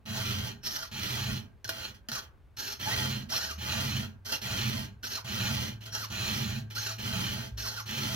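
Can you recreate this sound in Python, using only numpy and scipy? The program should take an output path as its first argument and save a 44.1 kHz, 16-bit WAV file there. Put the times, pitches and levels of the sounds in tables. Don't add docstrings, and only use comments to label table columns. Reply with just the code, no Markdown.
import sys
import numpy as np
from scipy import signal
from scipy.fft import rfft, irfft, next_fast_len
from scipy.io import wavfile
from scipy.ndimage import uniform_filter1d

SR = 44100
rng = np.random.default_rng(int(sys.argv[2]) if len(sys.argv) > 2 else 0)


def dump_mix(stems):
    frames = np.atleast_2d(stems).T
    limited = np.clip(frames, -1, 1)
    pcm = np.round(limited * 32767).astype(np.int16)
    wavfile.write(sys.argv[1], SR, pcm)


N = 359415
TIME = np.arange(N) / SR
BINS = np.fft.rfftfreq(8192, 1 / SR)

# [f/Hz, width/Hz, lift/dB]
SAW_MODES = [(407, 18, 8.5), (520.7, 40, 9.5), (657, 31, 15.5), (865, 107, 11.5), (3530, 90, -1.5),
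             (1411, 270, 7.5), (5810, 84, 4.5), (1857, 94, 4.5), (2413, 83, 7.5), (2620, 118, 8.5),
             (2854, 130, 7), (3036, 190, 7.5), (3207, 171, 9), (3432, 150, 7), (4188, 304, 11)]
# [f/Hz, width/Hz, lift/dB]
FILE_MODES = [(1593, 380, 6), (4470, 140, 4.8), (5405, 810, 9.4), (6360, 67, 11.4), (11800, 260, 9.5),
              (14700, 700, 12.5)]
# [f/Hz, relative level/dB]
SLIDE_COLOUR = [(60, -22.5), (300, -4), (500, -12), (1200, -8.5), (1600, -8), (3200, -11), (3800, -5.5),
                (6000, -6.5), (7300, -9), (11500, -13), (15500, -23)]
# [middle t/s, half length/s, lift/dB, squeal f/Hz]
SNAGS = [(0.677, 0.029, 3.5, 5500), (1.852, 0.011, 3, 4300), (3.329, .018, 6, 5484),
         (3.359, 0.0069, 6.5, 4220), (3.446, 0.013, 3.5, 5400), (4.342, 0.021, 6, 2793),
         (5.947, 0.024, 2.5, 5600), (6.781, .02, 2, 4330), (7.689, .025, 2.5, 4246)]

TOUCH_S, BRAKE_S, RUN_ON_S = 0.0072, 0.075, 0.052


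def amp(db):
    return np.exp(np.asarray(db) * (np.log(10) / 20))


def unit(x):
    return x / np.sqrt(np.mean(x ** 2) + 1e-20)


def read(points, hz):
    f, value = np.transpose(points)
    return np.interp(np.log(hz + 1), np.log(f + 1), value)


def wobble(hz):
    size = next_fast_len(N // 8 + 2)
    lowpass = np.exp(-(np.fft.rfftfreq(size, 8 / SR) / hz) ** 2)
    slow = irfft(rfft(rng.standard_normal(size)) * lowpass, size)
    return unit(np.interp(np.arange(N) / 8, np.arange(size), slow))


def bump(s, half_s):
    return np.exp(-np.minimum(((TIME - s) / half_s) ** 2, 20))


def causal(gain):
    log_gain = np.log(np.r_[gain, gain[-2:0:-1]] + 1e-6)
    return np.exp(np.conj(signal.hilbert(log_gain)))[:len(gain)]


def ports(mid, side):
    turn = 1j * side / mid
    delay = np.exp(-2j * np.pi * BINS * 32 / SR)
    return irfft(causal(mid) * np.array([1 - turn, 1 + turn]) * delay)[:, :4096]


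def through(x, response):
    return signal.oaconvolve(np.atleast_2d(x), response, axes=1)[:, :N]


def pushes(rasp_db=-0.5, tooth_share=0.62, grab_db=0.87, uneven_db=0.82, settle_s=0.053, brush_judder_db=-6):
    # [start t/s, length/s, rasp level/dB before rasp_db, leaning in/dB,
    # easing off by the end/dB, judder level/dB, where the judder peaks/share of length]
    push_rows = [(0.052, 0.44, -38, 10, 4.5, -32.5, 0.64), (0.91, 0.46, -38, 9.5, 4.5, -33, 0.96),
                 (2.791, 0.42, -34.5, 9.5, 13.5, -32.5, 0.74), (3.575, 0.46, -35.5, 14.5, 9, -32, 0.82),
                 (4.411, 0.42, -37, 4.5, 7, -32, 0.66), (5.241, 0.44, -36.5, 10, 4.5, -31, 0.66),
                 (6.096, 0.49, -36.5, 8, 11, -32, 0.81), (6.978, 0.48, -37.5, 6, 8.5, -33, 0.44),
                 (7.854, 0.39, -37.5, 9, 3, -34.5, 0.6)]
    # [start t/s, length/s, rasp level/dB before rasp_db]
    brush_rows = [(1.7, 0.19, -43), (1.94, 0.012, -55), (2.215, 0.025, -51.5), (3.286, 0.017, -44),
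                  (5.804, 0.042, -51.5), (5.853, 0.028, -44), (6.699, 0.024, -47)]
    # [t/s, lift/dB]
    lurch_rows = [(.11, 5.5), (1.31, 4.5), (3.98, 4), (4.69, 5), (6.61, 3)]
    # [f/Hz, relative level/dB]
    bite_colour = [(150, -24.5), (300, -0.5), (500, -10), (1200, -7.5), (1600, -4), (3200, -8), (6000, -5),
                   (7300, -10), (11500, -14.5), (15500, -17.5)]
    bite_peak_share, lift_db_per_s = 0.38, 274.5
    judder_build_db, judder_ease_db = 11.5, 12.5

    shake, bite = judder(), sliding(brush_rows)
    drive = amp(brush_judder_db) * bite
    for start, length, db, lean_db, ease_db, bar_db, bar_peak in push_rows:
        bite = bite + stroke(start, length, db, lean_db, bite_peak_share, ease_db, lift_db_per_s)
        drive = drive + stroke(start, length, bar_db, judder_build_db, bar_peak, judder_ease_db, lift_db_per_s)

    cut = tooth_share * teeth(push_rows, top_hz=1196, speed_up_s=0.04, jitter=0.08)
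    cut = cut + chips(per_s=6000, spread_db=2.5)
    pressure = amp(grab_db * shake.mean(0) + uneven_db * wobble(37))
    force = unit(cut * pressure) * bite

    fade = np.exp(-1 / (settle_s * SR))
    swing = np.maximum(drive, signal.lfilter([1 - fade], [1, -fade], drive))
    lurch = amp(sum(db * bump(s, half_s=0.025) for s, db in lurch_rows))
    return amp(rasp_db) * rubbed(force, bite_colour, SAW_MODES) + shake * swing * lurch


def judder(grip_detune=0.035):
    # [f/Hz, half width/Hz, relative level/dB]
    low_modes = [(49, 10, -14.5), (100, 16, -0.5), (125.6, 8.7, 4), (195, 10.2, -2.5), (217.5, 12.6, -3.5),
                 (276, 44, -23)]
    body = np.sqrt(sum((amp(db) / (1 + ((BINS - hz) / width) ** 2)) ** 2 for hz, width, db in low_modes))
    spread = amp(read([(100, -58), (210, -13.0), (330, 8.0)], BINS))
    shake = through(rng.standard_normal(N), ports(body, body * spread))
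    drift = np.cumsum(grip_detune * wobble(8.0)) / SR
    shake = np.array([np.interp((TIME + drift) % TIME[-1], TIME, channel) for channel in shake])
    return shake / np.sqrt(uniform_filter1d(shake.mean(0) ** 2, size=4000))


def stroke(start, length, db, lean_db, peak_share, ease_db, lift_db_per_s):
    gain, on = np.zeros(N), (TIME > start) & (TIME < start + length + .5)
    t = TIME[on] - start
    progress = np.clip(t / length, 0, 1)
    peak = np.clip(peak_share, .05, .95)
    lean_in = lean_db * (1 - progress / peak) ** 2
    ease_off = ease_db * ((progress - peak) / (1 - peak)) ** 2
    arch_db = np.where(progress < peak, lean_in, ease_off)
    lift_db = lift_db_per_s * np.maximum(t - length, 0)
    gain[on] = np.clip(t / TOUCH_S, 0, 1) * amp(db - arch_db - lift_db)
    return gain


def sliding(rows):
    skate = dict(lean_db=4, peak_share=0.2, ease_db=2.5, lift_db_per_s=415)
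    gain = sum(stroke(*row, **skate) for row in rows)
    for s, half_s, db, _ in SNAGS:
        near = slice(*np.searchsorted(TIME, [s - .5, s + .5]))
        gain[near] *= amp(db * np.exp(-((TIME[near] - s) / half_s) ** 2))
    return gain


def teeth(strokes, top_hz, speed_up_s, jitter):
    rate = np.zeros(N)
    for start, length, *_ in strokes:
        end = start + length + RUN_ON_S
        on = (TIME > start) & (TIME < end)
        speed_up = np.tanh((TIME[on] - start) / speed_up_s)
        rate[on] += top_hz * speed_up * np.tanh((end - TIME[on]) / BRAKE_S)
    passed = np.cumsum(rate * (1 + jitter * wobble(300) + .04 * wobble(25))) / SR
    size = amp(6.7 * np.minimum(rng.standard_normal(N), 1.5))
    ticks = np.diff(np.floor(passed), prepend=0) * size
    ticks -= uniform_filter1d(ticks, size=150)
    return ticks / ticks[rate > 1].std()


def chips(per_s, spread_db):
    size = amp(spread_db * np.minimum(rng.exponential(1, N), 4))
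    return unit(size * rng.choice([-1, 1], N) * (rng.random(N) < per_s / SR))


def rubbed(force, colour, modes, count=3):
    detune_share, vary_share = 0.006, 0.22
    place, out = count * wobble(2.95), 0
    for k in range(count):
        detune, lift = rng.standard_normal((len(modes), 2)).T
        factors = [1 + detune_share * detune, np.ones(len(modes)), 1 + vary_share * lift]
        moved = np.array(modes) * np.transpose(factors)
        nearness = np.maximum(1 - abs((place - k) % count - count / 2), 0)
        out = out + through(force * nearness, steel(colour, moved))
    return out


def steel(colour, modes):
    # [f/Hz, level/dB]
    port_spread = [(100, -25), (500, 1), (6800, -0.5), (8300, 21.5), (9800, 42), (10700, 0.5), (12000, -9)]
    hz, width, lift_db = np.transpose(modes)
    bumps = 1 / (1 + (2 * (BINS - hz[:, None]) / width[:, None]) ** 2)
    spread = amp(read(port_spread, BINS))
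    mid = amp(read(colour, BINS) + lift_db @ bumps) / np.hypot(1, spread)
    band = (BINS > 1000) * (BINS < 7000)
    return ports(mid, mid * spread) / np.sqrt(np.mean(mid ** 2 * band))


def returns(tooth_share=0.34, chip_share=0.89, skip_db=2.5, judder_db=-13):
    # [start t/s, length/s, rasp level/dB]
    return_rows = [(0.628, 0.22, -40.5), (2.116, 0.075, -38), (2.565, 0.17, -40), (3.296, 0.22, -38),
                   (4.246, 0.12, -38.5), (5.026, 0.16, -40), (5.919, .127, -38), (6.744, 0.18, -38.5),
                   (7.57, 0.23, -40)]
    zipping = teeth(return_rows, top_hz=1754, speed_up_s=0.025, jitter=.05)
    slide = tooth_share * zipping + chip_share * chips(per_s=6000, spread_db=2.0)
    gain = sliding(return_rows)
    force = slide * unit(amp(skip_db * wobble(62))) * gain
    return rubbed(force, SLIDE_COLOUR, SAW_MODES + FILE_MODES) + amp(judder_db) * judder() * gain


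def squeals(squeal_db=-41, width_hz=170):
    slip, tone = wobble(width_hz), 0
    for s, half_s, db, hz in SNAGS:
        tone = tone + amp(squeal_db + db) * bump(s, half_s) * np.sin(2 * np.pi * hz * TIME + slip)
    return through(tone, ports(*np.ones((2, len(BINS)))))


def zips(zip_db=1, overtone_db=-9, bend=1.1):
    # [start t/s, length/s, from f/Hz, to f/Hz, level/dB before zip_db and the steel]
    chirp_rows = [(0.818, 0.041, 1580, 1033, -50.5), (1.646, .014, 1645, 1454, -45.5),
                  (2.152, 0.041, 1350, 960, -48), (2.859, 0.038, 830, 881, -38),
                  (2.906, 0.048, 1800, 2158, -40), (3.309, 0.051, 600, 1505, -44.5),
                  (3.483, 0.047, 1620, 1083, -44.5), (5.031, 0.022, 1450, 1610, -44),
                  (5.169, 0.03, 1400, 821.6, -45), (6.006, 0.054, 1650, 920, -46),
                  (6.762, .034, 1380, 1600, -40), (6.879, 0.039, 1620, 1072, -47),
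                  (7.63, 0.052, 1600, 834, -48), (7.767, 0.049, 1600, 973, -45.5)]
    rate, gain = np.zeros((2, N))
    for start, length, from_hz, to_hz, db in chirp_rows:
        on = (TIME > start) & (TIME < start + length)
        progress = (TIME[on] - start) / length
        rate[on] = from_hz + (to_hz - from_hz) * progress ** bend
        gain[on] = amp(db) * np.sqrt(np.sin(np.pi * progress))
    passed = np.cumsum(rate * (1 + 0.028 * wobble(380))) / SR
    tone = sum(amp(overtone_db * k) * np.cos(2 * np.pi * (k + 1) * passed) for k in range(3))
    contact = unit(amp(1.8 * wobble(150)))
    force = np.sqrt(2) * tone * contact * gain
    return amp(zip_db) * through(force, steel(SLIDE_COLOUR, FILE_MODES[1:]))


def clicks(rattle=0.14, rattle_s=0.012):
    # [t/s, peak level/dB]
    knock_rows = [(1.644, -30.5), (1.677, -31.5), (1.691, -20), (2.086, -25), (2.116, -23), (4.322, -21)]
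    response, out = steel(SLIDE_COLOUR, SAW_MODES + FILE_MODES), np.zeros((2, N))
    t = TIME[:2048]
    for s, db in knock_rows:
        decay = np.exp(-t / 0.0013) + rattle * np.exp(-t / rattle_s)
        force = rng.standard_normal(len(t)) * decay * (1 - np.exp(-t / 0.0023))
        knock = through(force, response)
        start = round(s * SR) - 32
        out[:, start:start + knock.shape[1]] += amp(db) * knock / abs(knock.mean(0)).max()
    return out


def thud():
    # [t/s, f/Hz, level/dB before the envelope, decay/s]
    rock_rows = [(1.657, 108, -38, .025), (2.088, 229, -38.5, 0.026), (2.118, 129, -38, 0.03),
                 (7.519, 60.05, -33, 0.074)]
    out = np.zeros(N)
    for s, hz, db, decay_s in rock_rows:
        t = np.maximum(TIME - s, 0)
        envelope = np.exp(-t / decay_s) * (1 - np.exp(-2 * hz * t))
        out += amp(db) * np.sin(2 * np.pi * hz * t) * envelope
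    return out


def ringing(x):
    # [f/Hz, width/Hz, relative level/dB]
    ring_modes = [(405, 16, -3), (1603, 100, -5)]
    t, ring = TIME[:SR // 2], 0
    for hz, width, db in ring_modes:
        band = signal.butter(2, [hz - width / 2, hz + width / 2], "band", fs=SR, output="sos")
        decay = amp(-60 * t / .7)
        cluster = signal.sosfilt(band, rng.standard_normal((2, len(t)))) * decay
        ring = ring + amp(db) * cluster / np.linalg.norm(cluster[0]) * np.sqrt(2 * width / SR)
    return through(x, ring)


def shifting(x, ring_s=0.013, drift_hz=5):
    t = TIME[:SR // 10]
    cross = np.array([[1, 1], [1, -1.0]]) / np.sqrt(2)
    place, out = 2 * wobble(drift_hz), 0
    for weight in (np.cos(place), np.sin(place)):
        ring = rng.standard_normal((2, len(t))) * np.exp(-t / ring_s)
        out = out + through(weight * (cross @ x), ring / np.linalg.norm(ring[0]))
    return cross @ out


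def room(x):
    # [f/Hz, t60/s]
    t60 = [(100, 0.12), (1000, 0.44), (4000, 0.14), (14000, 0.1)]
    hz, t, z = signal.stft(rng.standard_normal((2, SR // 2)), SR, nperseg=256)
    decay = amp(-60 * t / read(t60, hz)[:, None])
    tail = signal.istft(z * decay, SR, nperseg=256)[1]
    tail[:, :150] = 0
    return through(x, tail / np.linalg.norm(tail[0]))


def background(air_db=-58, apart=0.44):
    # [f/Hz, relative level/dB]
    air_colour = [(18, -30.5), (32, -4), (70, 5), (200, -15.5), (1000, -26), (2500, -34), (7500, -49)]
    # [t/s, mean f/Hz, mean level/dB]
    hum_path = [(3.2, 65.8, -75), (3.55, 76.1, -42.5), (4.2, 95, -53), (4.95, 102.8, -53),
                (5.7, 109.4, -44), (6.9, 108.6, -42), (8.15, 107.9, -45)]
    colour = amp(read(air_colour, np.fft.rfftfreq(N, 1 / SR)))
    noise = irfft(rfft(rng.standard_normal((2, N))) * colour, N)
    air = amp(air_db) * (unit(noise[0]) + apart * np.outer([1, -1], unit(noise[1])))
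    s, hz, db = np.transpose(hum_path)
    phase = 2 * np.pi * np.cumsum(np.interp(TIME, s, hz) * (1 + 0.01 * wobble(1.7))) / SR
    return air + amp(np.interp(TIME, s, db) + wobble(6.5)) * np.sin(phase)


def scene(direct_db=-2.0, shift_db=-5, room_db=-14, left_db=-1.92, right_db=0.72):
    biting = pushes()
    filing = biting + returns() + clicks()
    highpass = signal.butter(2, 400, "high", fs=SR, output="sos")
    bright = signal.sosfilt(highpass, filing + 1e-20)
    near = amp(direct_db) * filing + amp(shift_db) * shifting(bright)
    near = near + ringing(biting) + zips() + squeals()
    body = signal.sosfiltfilt(signal.butter(4, 6000, fs=SR, output="sos"), near)
    near = near + body * (amp([[left_db], [right_db]]) - 1)
    return near + amp(room_db) * room(body) + thud() + background()


def record(dry):
    edge_hz = 15900
    lowpass = signal.firwin(511, edge_hz, window=("kaiser", 9), fs=SR)
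    return signal.oaconvolve(dry, lowpass[None], "same")


dry = scene()
out = record(dry)
dump_mix(out)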